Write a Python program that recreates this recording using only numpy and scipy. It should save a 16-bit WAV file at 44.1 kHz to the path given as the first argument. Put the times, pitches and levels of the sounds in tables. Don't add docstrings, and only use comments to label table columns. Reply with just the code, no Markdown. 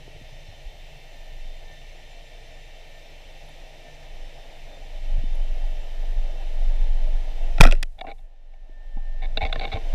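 import sys
import numpy as np
from scipy import signal
from scipy.fft import rfft, irfft, next_fast_len
from scipy.io import wavfile

SR = 44100
rng = np.random.default_rng(int(sys.argv[2]) if len(sys.argv) > 2 else 0)


def bounce(signal):
    frames = np.transpose(np.atleast_2d(signal))
    limited = np.clip(frames, -1, 1)
    pcm = np.round(limited * 32767).astype(np.int16)
    wavfile.write(sys.argv[1], SR, pcm)


N = 438354

# (time [s], level [dB])
FLOW = [(0.0, -53), (0.38, -54), (2.23, -54.5), (7.5, -47)]
# (frequency [Hz], density [dB per Hz])
WASH_SPECTRUM = [(100, -46), (170, -17.5), (210, -12.5), (306, -8), (386, -10), (437, -10), (642, 1),
                 (883, -9), (1110, -22), (1340, -20), (1530, -21.5), (1700, -14), (2210, -47), (3740, -120)]
GURGLE_SPECTRUM = [(35, -7.5), (55, 2), (75, -1.5), (100, -7.5), (135, -1.5), (155, -4.5), (185, -29),
                   (300, -32.5)]
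HISS_SPECTRUM = [(820, -38), (1400, -20.5), (1550, -34), (1850, 2), (2500, 0), (3050, 0.5), (3400, -3.5),
                 (3690, -2), (4450, -8), (6070, -10), (6640, -16), (7340, -15), (8520, -19.5),
                 (13900, -25.5), (15200, -38)]
EDDY_SPECTRUM = [(20, -7), (35, 3), (50, -14), (70, -27.5), (110, -45.5), (200, -60)]
AFTER_HISS_SPECTRUM = [(4000, -0.5), (9000, -2.5), (15000, -9.5)]
# (frequency [Hz], width [Hz], mean level [dB])
WHISTLES = [(443.7, 10, -70.5), (1943, 12, -71), (2325, 36, -65.5), (3043, 73, -63.5), (4093, 88, -71),
            (6000, 180, -80.5), (6140, 50, -78.5), (13700, 900, -81)]
HISS_SLOW_WATER_DB, HISS_SHARE_OF_WASH_RISE = -54.5, 0.18
GURGLE_DB, WATER_LULL_SHARE = -56, 0.94
# (start [s], fall [s], depth [dB], hold [s], recovery [dB per s])
LULL = (7.706, 0.18, 20.56, 0.49, 14)

# (time [s], level [dB])
AIM_SWAY = [(4.6, -35.5), (4.8, -41), (5.15, -18.5), (5.77, -22.5), (5.81, -29.5), (6.19, -19.5),
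            (6.37, -28), (6.67, -15), (7.17, -16.5), (7.23, -26), (7.55, -18.5)]
AFTER_SWAY = [(7.9, -33.5), (8.43, -41.5), (8.92, -34.5), (8.96, -22), (9.55, -23), (9.73, -32),
              (9.94, -17)]
# (time of top [s], half length to 1/e [s], level [dB])
NUDGES = [(1.45, 0.21, -37), (4.2, 0.079, -34.5)]
SWAY_MEAN_HZ, STALK_DB = 23.0, -42.5

# (time of top [s], half length to 1/e [s], level [dB])
WHINE_SWELLS = [(1.196, 0.062, -60.5), (3.87, 0.053, -61), (5.696, 0.38, -69), (8.95, .5, -52)]
# (multiple of the whine's pitch [1], mean level [dB])
OVERTONES = [(1.5, -67), (2, -66), (3, -76), (4, -79)]
WHINE_MEAN_HZ, WHINE_MEAN_DB, WHINE_WANDER_DB = 1793, -69.5, 3

# (time [s], frequency [Hz], level before envelope [dB])
BUMPS = [(.079, 430, -26.5), (.162, 450, -32), (.212, 242, -34), (.485, 100, -28), (.652, 34, -21),
         (5.181, 80, -17), (5.238, 230, -22.5), (7.605, 151.3, 7), (8.695, 340.5, -36), (8.969, 217, -26),
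         (9.428, 59.5, -10), (9.742, 85, -12.5)]
# (time of top [s], half length to 1/e [s], level [dB])
STIRS = [(.15, .35, -52), (5.2, 0.098, -45.5), (8.05, .15, -61), (9.58, 0.25, -42.5)]
# (time [s], level before envelope [dB])
SQUEAKS = [(3.462, -58), (3.490, -52), (5.352, -50)]
# (time [s], frequency [Hz], level before envelope [dB])
HOLLOW_RINGS = [(7.648, 301, -18.5), (7.657, 236, -16), (7.7228, 2660, -10), (7.725, 570, -21),
                (7.730, 380, -29.5), (8.0155, 752, -21), (8.042, 785, -28), (8.071, 757, -32),
                (8.117, 757, -35)]
BUMP_CYCLES, SQUEAK_CYCLES, RING_CYCLES = 5.4, 290, 26.8
SQUEAK_HZ = 11150

# (time [s], length [s], steel ring [dB], crack [dB], crack top [Hz], barrel [dB])
SHOT_CONTACTS = [(7.581, 0.0043, -34, -62, 1520, -32), (7.602, 0.0026, -33, -33, 3000, -19.5),
                 (7.6075, 0.0027, -4.5, -8, 3404, -7.5), (7.615, 0.00074, -7, -10, 5000, -23),
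                 (7.636, 0.0052, -17, -24.5, 2500, -26.5), (7.664, 0.0041, -26, -39, 2500, -28.5),
                 (7.7115, .0021, -26, -37, 7000, -42), (7.724, 0.0012, -26, -27, 3000, -34),
                 (7.8276, 0.005, -29, -29.5, 4500, -43)]
# (level [dB], hold [s], fade [dB per s])
SLIDE_PARTS = [(-24, .02, 299), (-29, 0.014, 299), (-20, 0.034, 401)]
# (frequency [Hz], relative level before chance [dB], t60 [s])
BARREL_MODES = [(320, -8, .04), (485.5, -1, .02), (672, 0, .022), (875, -5.5, 0.029), (1090, -15.5, 0.023),
                (1355, -2.5, .025), (1500, -10, 0.019)]
STEEL_MODES = [(1950, -1.5, 0.015), (2300, 1.5, 0.0098), (2490, 1, 0.0087), (3060, -4, 0.008),
               (3245, -3.5, 0.0088), (4100, -12, 0.015), (5030, -9.5, 0.0044), (6000, -7, 0.0064)]
STOCK_MODES = [(232, -14.5, 0.049), (328, -15.5, 0.04), (449, -12, 0.075), (644, 0.5, 0.035),
               (788, 0, 0.062), (1056, -15.5, 0.058)]
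FITTING_MODES = [(1514, -3.5, 0.011), (1770, -6.5, 0.023), (2240, 2.5, 0.02), (2740, -7.5, 0.031),
                 (2840, -8.5, 0.019), (3270, -3, 0.0065), (3580, 7, 0.0098), (3950, 6.5, 0.0048),
                 (4544, -7, 0.015)]
FIRE_S, SLIDE_START_S = 7.602, 7.622
AFTER_HISS_DB, AFTER_HISS_HOLD_S, AFTER_HISS_FADE_DB_PER_S = -74.5, 0.59, 150

# (time [s], length [s], fittings [dB], stock [dB])
RUBS = [(7.983, 0.015, -49.5, -46), (8.01, 0.0031, -31, -36), (8.045, 0.013, -57, -38),
        (8.068, 0.0057, -42.5, -37), (8.076, 0.019, -46, -38), (8.098, .026, -45.5, -41.5),
        (8.182, 0.012, -63, -59), (8.538, .008, -62.5, -58), (8.97, 0.0076, -62.5, -45),
        (9.22, 0.041, -43.5, -44), (9.3724, 0.0072, -23, -29), (9.408, 0.034, -32, -28.5),
        (9.450, 0.023, -33, -34), (9.497, 0.0016, -40, -36), (9.527, 0.0061, -24.5, -32.5),
        (9.557, .005, -32, -30.5), (9.595, .004, -31, -34), (9.611, 0.041, -36.5, -33.5),
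        (9.651, 0.0056, -29.5, -30.5), (9.677, .003, -40, -34), (9.717, 0.022, -34, -34.5),
        (9.746, 0.033, -42.5, -34.5)]
JUDDER_MEDIAN_HZ, JUDDER_DB, RUB_FADE_DB = 104.8, 4.5, 3.5
EQUAL_LEVELS_CONTACT_HZ, HARDER_DB_PER_OCTAVE = 4930, 7
DRAG_START_S, DRAG_LENGTH_S, DRAG_SLIPS_PER_S = 9.3, 0.64, 900
DRAG_FITTINGS_DB, DRAG_STOCK_DB = -52, -47

CUTOFF_HZ = 15400


def from_db(db):
    return 10 ** (np.asarray(db) / 20)


def rms_one(x):
    return x / np.sqrt(np.mean(x ** 2) + 1e-20)


def in_time(rows):
    s, *columns = np.transpose(rows)
    return [np.interp(np.arange(N) / SR, s, c) for c in columns]


def add(out, start_s, sound):
    start = int(start_s * SR)
    out[start:start + len(sound)] += sound[:N - start]


def coloured(spectrum):
    hz, db = np.transpose(spectrum)
    size = next_fast_len(N)
    f = np.maximum(np.fft.rfftfreq(size, 1 / SR), 1)
    skirts = np.minimum(1, np.minimum(f / hz[0], hz[-1] / f)) ** 6
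    gain = from_db(np.interp(np.log(f), np.log(hz), db)) * skirts
    return rms_one(irfft(rfft(rng.standard_normal(size)) * gain, size)[:N])


def drift(rate_hz):
    r = np.exp(-80 * np.pi * rate_hz / SR)
    noise = rng.standard_normal(N // 40 + 2002)
    slow = signal.lfilter([1], [1, -2 * r, r * r], noise)[2000:]
    return np.interp(np.arange(N) / 40, np.arange(len(slow)), rms_one(slow))


def swells(rows):
    t = np.arange(N) / SR
    return sum(from_db(db) * np.exp(-((t - s) / half_s) ** 2) for s, half_s, db in rows)


def muffle(x, hz, order=1):
    return signal.sosfilt(signal.butter(order, min(hz, SR / 2 - 1), fs=SR, output="sos"), x)


def ring(force, hz, t60_s):
    r, w = from_db(-60 / (t60_s * SR)), 2 * np.pi * hz / SR
    return signal.lfilter([.5, 0, -.5], [1, -2 * r * np.cos(w), r * r], force + 1e-18)


def body(force, modes, vary_db):
    chance = rng.standard_normal(len(modes))
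    out = 0
    for k, (hz, db, t60_s) in enumerate(modes):
        out = out + (-1) ** k * from_db(db + vary_db * chance[k]) * ring(force, hz, t60_s)
    return out


def slips(length_s, per_s, spread_db):
    size = SR // 4
    slipping = (rng.random(size) < per_s / SR) * (np.arange(size) < length_s * SR)
    strength = from_db(spread_db * rng.standard_normal(size))
    force = slipping * strength * rng.choice([-1, 1], size)
    force[0] = 1
    return force


def at_level(sound, db, length_s):
    return sound * from_db(db) * np.sqrt(length_s * SR / np.sum(sound ** 2))


def echoes(x, share, count=8):
    out = x.copy()
    lags = rng.integers(SR // 400, SR // 30, count)
    for lag, sign in zip(lags, rng.choice([-1, 1], count)):
        out[lag:] += sign * share * x[:-lag]
    return out / np.sqrt(1 + count * share ** 2)


def lull_db():
    start_s, fall_s, depth_db, hold_s, db_per_s = LULL
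    t = np.arange(N) / SR - start_s
    return -depth_db * np.clip(t / fall_s, 0, 1) + db_per_s * np.maximum(t - fall_s - hold_s, 0)


def background():
    wash_db, = in_time(FLOW)
    wash = from_db(wash_db + 1.0 * drift(15)) * coloured(WASH_SPECTRUM)
    gurgle = from_db(GURGLE_DB + 1.5 * drift(7)) * coloured(GURGLE_SPECTRUM)
    hiss_db = HISS_SLOW_WATER_DB + HISS_SHARE_OF_WASH_RISE * (wash_db - wash_db[0])
    hiss = from_db(hiss_db + 0.26 * drift(8.1)) * coloured(HISS_SPECTRUM)
    for hz, width_hz, db in WHISTLES:
        t60_s = np.log(1000) / (np.pi * width_hz)
        whistle = rms_one(ring(rng.standard_normal(N), hz, t60_s))
        hiss += from_db(db + 2.2 * drift(0.56)) * whistle
    gain_db = lull_db()
    return echoes(from_db(WATER_LULL_SHARE * gain_db) * (wash + gurgle) + from_db(gain_db) * hiss, share=.09)


def sway(beat_db=1.5):
    stalk = [(0, STALK_DB), (AIM_SWAY[0][0] - .1, STALK_DB)]
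    level_db, = in_time(stalk + list(AIM_SWAY) + list(AFTER_SWAY))
    turns = np.cumsum(SWAY_MEAN_HZ * (1 + 0.0727 * drift(5))) / SR
    swing = np.sqrt(2) * np.sin(2 * np.pi * turns)
    eddies = from_db(-14.0) * coloured(EDDY_SPECTRUM)
    level = (from_db(level_db) + swells(NUDGES)) * from_db(beat_db * drift(11))
    return level * (swing + eddies)


def whine():
    level = from_db(WHINE_MEAN_DB + WHINE_WANDER_DB * drift(2.5)) + swells(WHINE_SWELLS)
    phase = 2 * np.pi * np.cumsum(WHINE_MEAN_HZ + 6.1 * drift(35) + 2 * drift(0.94)) / SR
    tone = level * from_db(2.6 * drift(7.3)) * np.sin(phase)
    for multiple, db in OVERTONES:
        tone += from_db(db + 3.5 * drift(8.3)) * np.sin(multiple * phase)
    return np.sqrt(2) * from_db(lull_db()) * tone


def pops(rows, cycles, soft_cycles):
    out, t = np.zeros(N), np.arange(SR // 4) / SR
    for s, hz, db in rows:
        envelope = np.exp(-np.log(1000) * t * hz / cycles) * (1 - np.exp(-t * hz / soft_cycles))
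        add(out, s, from_db(db) * envelope * np.sin(2 * np.pi * hz * t))
    return out


def bumps():
    return pops(BUMPS, BUMP_CYCLES, soft_cycles=0.44)


def stir():
    return swells(STIRS) * from_db(2.7 * drift(20)) * coloured(GURGLE_SPECTRUM)


def squeaks():
    rows = [(s, SQUEAK_HZ, db) for s, db in SQUEAKS]
    return pops(rows, SQUEAK_CYCLES, soft_cycles=2.4)


def shot():
    out = np.zeros(N)
    for s, length_s, steel_db, crack_db, top_hz, barrel_db in SHOT_CONTACTS:
        force = slips(length_s, per_s=16000, spread_db=6)
        contact = muffle(force, hz=top_hz)
        crack = muffle(contact - muffle(contact, hz=694), hz=10300, order=2)
        steel = body(contact, STEEL_MODES, vary_db=2.5)
        barrel = body(force, BARREL_MODES, vary_db=4.5)
        add(out, s, at_level(crack, crack_db, length_s))
        add(out, s, at_level(steel, steel_db, length_s))
        add(out, s, at_level(barrel, barrel_db, length_s + .003))
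    return out


def recoil(kick_db=4.0, t60_s=0.56, swing_hz=22, jerk_hz=58, jerk_s=.0047, rise_s=0.0057):
    t = np.maximum(np.arange(N) / SR - FIRE_S, 0)
    turns = swing_hz * t + jerk_hz * jerk_s * (1 - np.exp(-t / jerk_s))
    envelope = (1 - np.exp(-(t / rise_s) ** 2)) * np.exp(-np.log(1000) * t / t60_s)
    return from_db(kick_db) * envelope * np.sin(2 * np.pi * turns)


def after_hiss():
    t = np.arange(N) / SR - FIRE_S
    level_db = AFTER_HISS_DB - AFTER_HISS_FADE_DB_PER_S * np.maximum(t - AFTER_HISS_HOLD_S, 0)
    return (t > 0) * from_db(level_db + 1.5 * drift(40)) * coloured(AFTER_HISS_SPECTRUM)


def slide(chatter_db=6.5):
    out, t = np.zeros(N), np.arange(SR // 4) / SR
    chatter = from_db(chatter_db * drift(140)[:len(t)])
    force = slips(t[-1], per_s=9000, spread_db=4.5) * chatter
    contact = muffle(force, hz=2980)
    steel = body(contact, STEEL_MODES, vary_db=2.5)
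    scrape = muffle(contact - muffle(contact, hz=694), hz=10400, order=2)
    drone = body(force, BARREL_MODES, vary_db=2.5)
    for part, (db, hold_s, db_per_s) in zip((steel, scrape, drone), SLIDE_PARTS):
        fade_db = db_per_s * np.maximum(t - hold_s, 0)
        add(out, SLIDE_START_S, rms_one(part) * from_db(db - fade_db))
    return out


def hollow_rings():
    return pops(HOLLOW_RINGS, RING_CYCLES, soft_cycles=0.81)


def rubs():
    out, t = np.zeros(N), np.arange(SR // 4) / SR
    for s, length_s, fittings_db, stock_db in RUBS:
        judder_hz = JUDDER_MEDIAN_HZ * np.exp(0.25 * rng.standard_normal())
        judder_db = JUDDER_DB * np.cos(2 * np.pi * judder_hz * t)
        fade_db = RUB_FADE_DB * np.minimum(t / length_s, 1)
        force = slips(length_s, per_s=2300, spread_db=5.5) * from_db(judder_db - fade_db)
        octaves_harder = (fittings_db - stock_db) / HARDER_DB_PER_OCTAVE
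        contact = muffle(force, hz=EQUAL_LEVELS_CONTACT_HZ * 2 ** octaves_harder, order=2)
        buzz = muffle(body(contact, FITTING_MODES, vary_db=3.0), hz=4940, order=4)
        bare = muffle(force, hz=4400, order=2)
        stock = muffle(body(force, STOCK_MODES, vary_db=2.0), hz=1293, order=2)
        add(out, s, at_level(buzz, fittings_db, length_s))
        add(out, s, at_level(bare, fittings_db - 25, length_s))
        add(out, s, at_level(stock, stock_db, length_s + 0.0021))
    return out


def drag():
    progress = np.clip((np.arange(N) / SR - DRAG_START_S) / DRAG_LENGTH_S, 0, 1)
    envelope = np.sin(np.pi * progress)
    slipping = rng.random(N) < DRAG_SLIPS_PER_S / SR
    force = slipping * rng.standard_normal(N) * from_db(4.7 * drift(29))
    buzz = rms_one(muffle(body(force, FITTING_MODES, vary_db=1.0), hz=4860, order=4))
    stock = rms_one(muffle(body(force, STOCK_MODES, vary_db=6.0), hz=1293, order=2))
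    return envelope * (from_db(DRAG_FITTINGS_DB) * buzz + from_db(DRAG_STOCK_DB) * stock)


def scene():
    water = background() + bumps() + stir()
    gun = sway() + shot() + recoil() + slide() + rubs() + drag()
    return (water + gun + hollow_rings() + after_hiss() + whine() + squeaks())[None]


def record(dry):
    clipped = dry / (1 + (dry / .96) ** 8) ** (1 / 8)
    return signal.sosfilt(signal.ellip(10, .1, 80, CUTOFF_HZ, fs=SR, output="sos"), clipped)


dry = scene()
out = record(dry)
bounce(out)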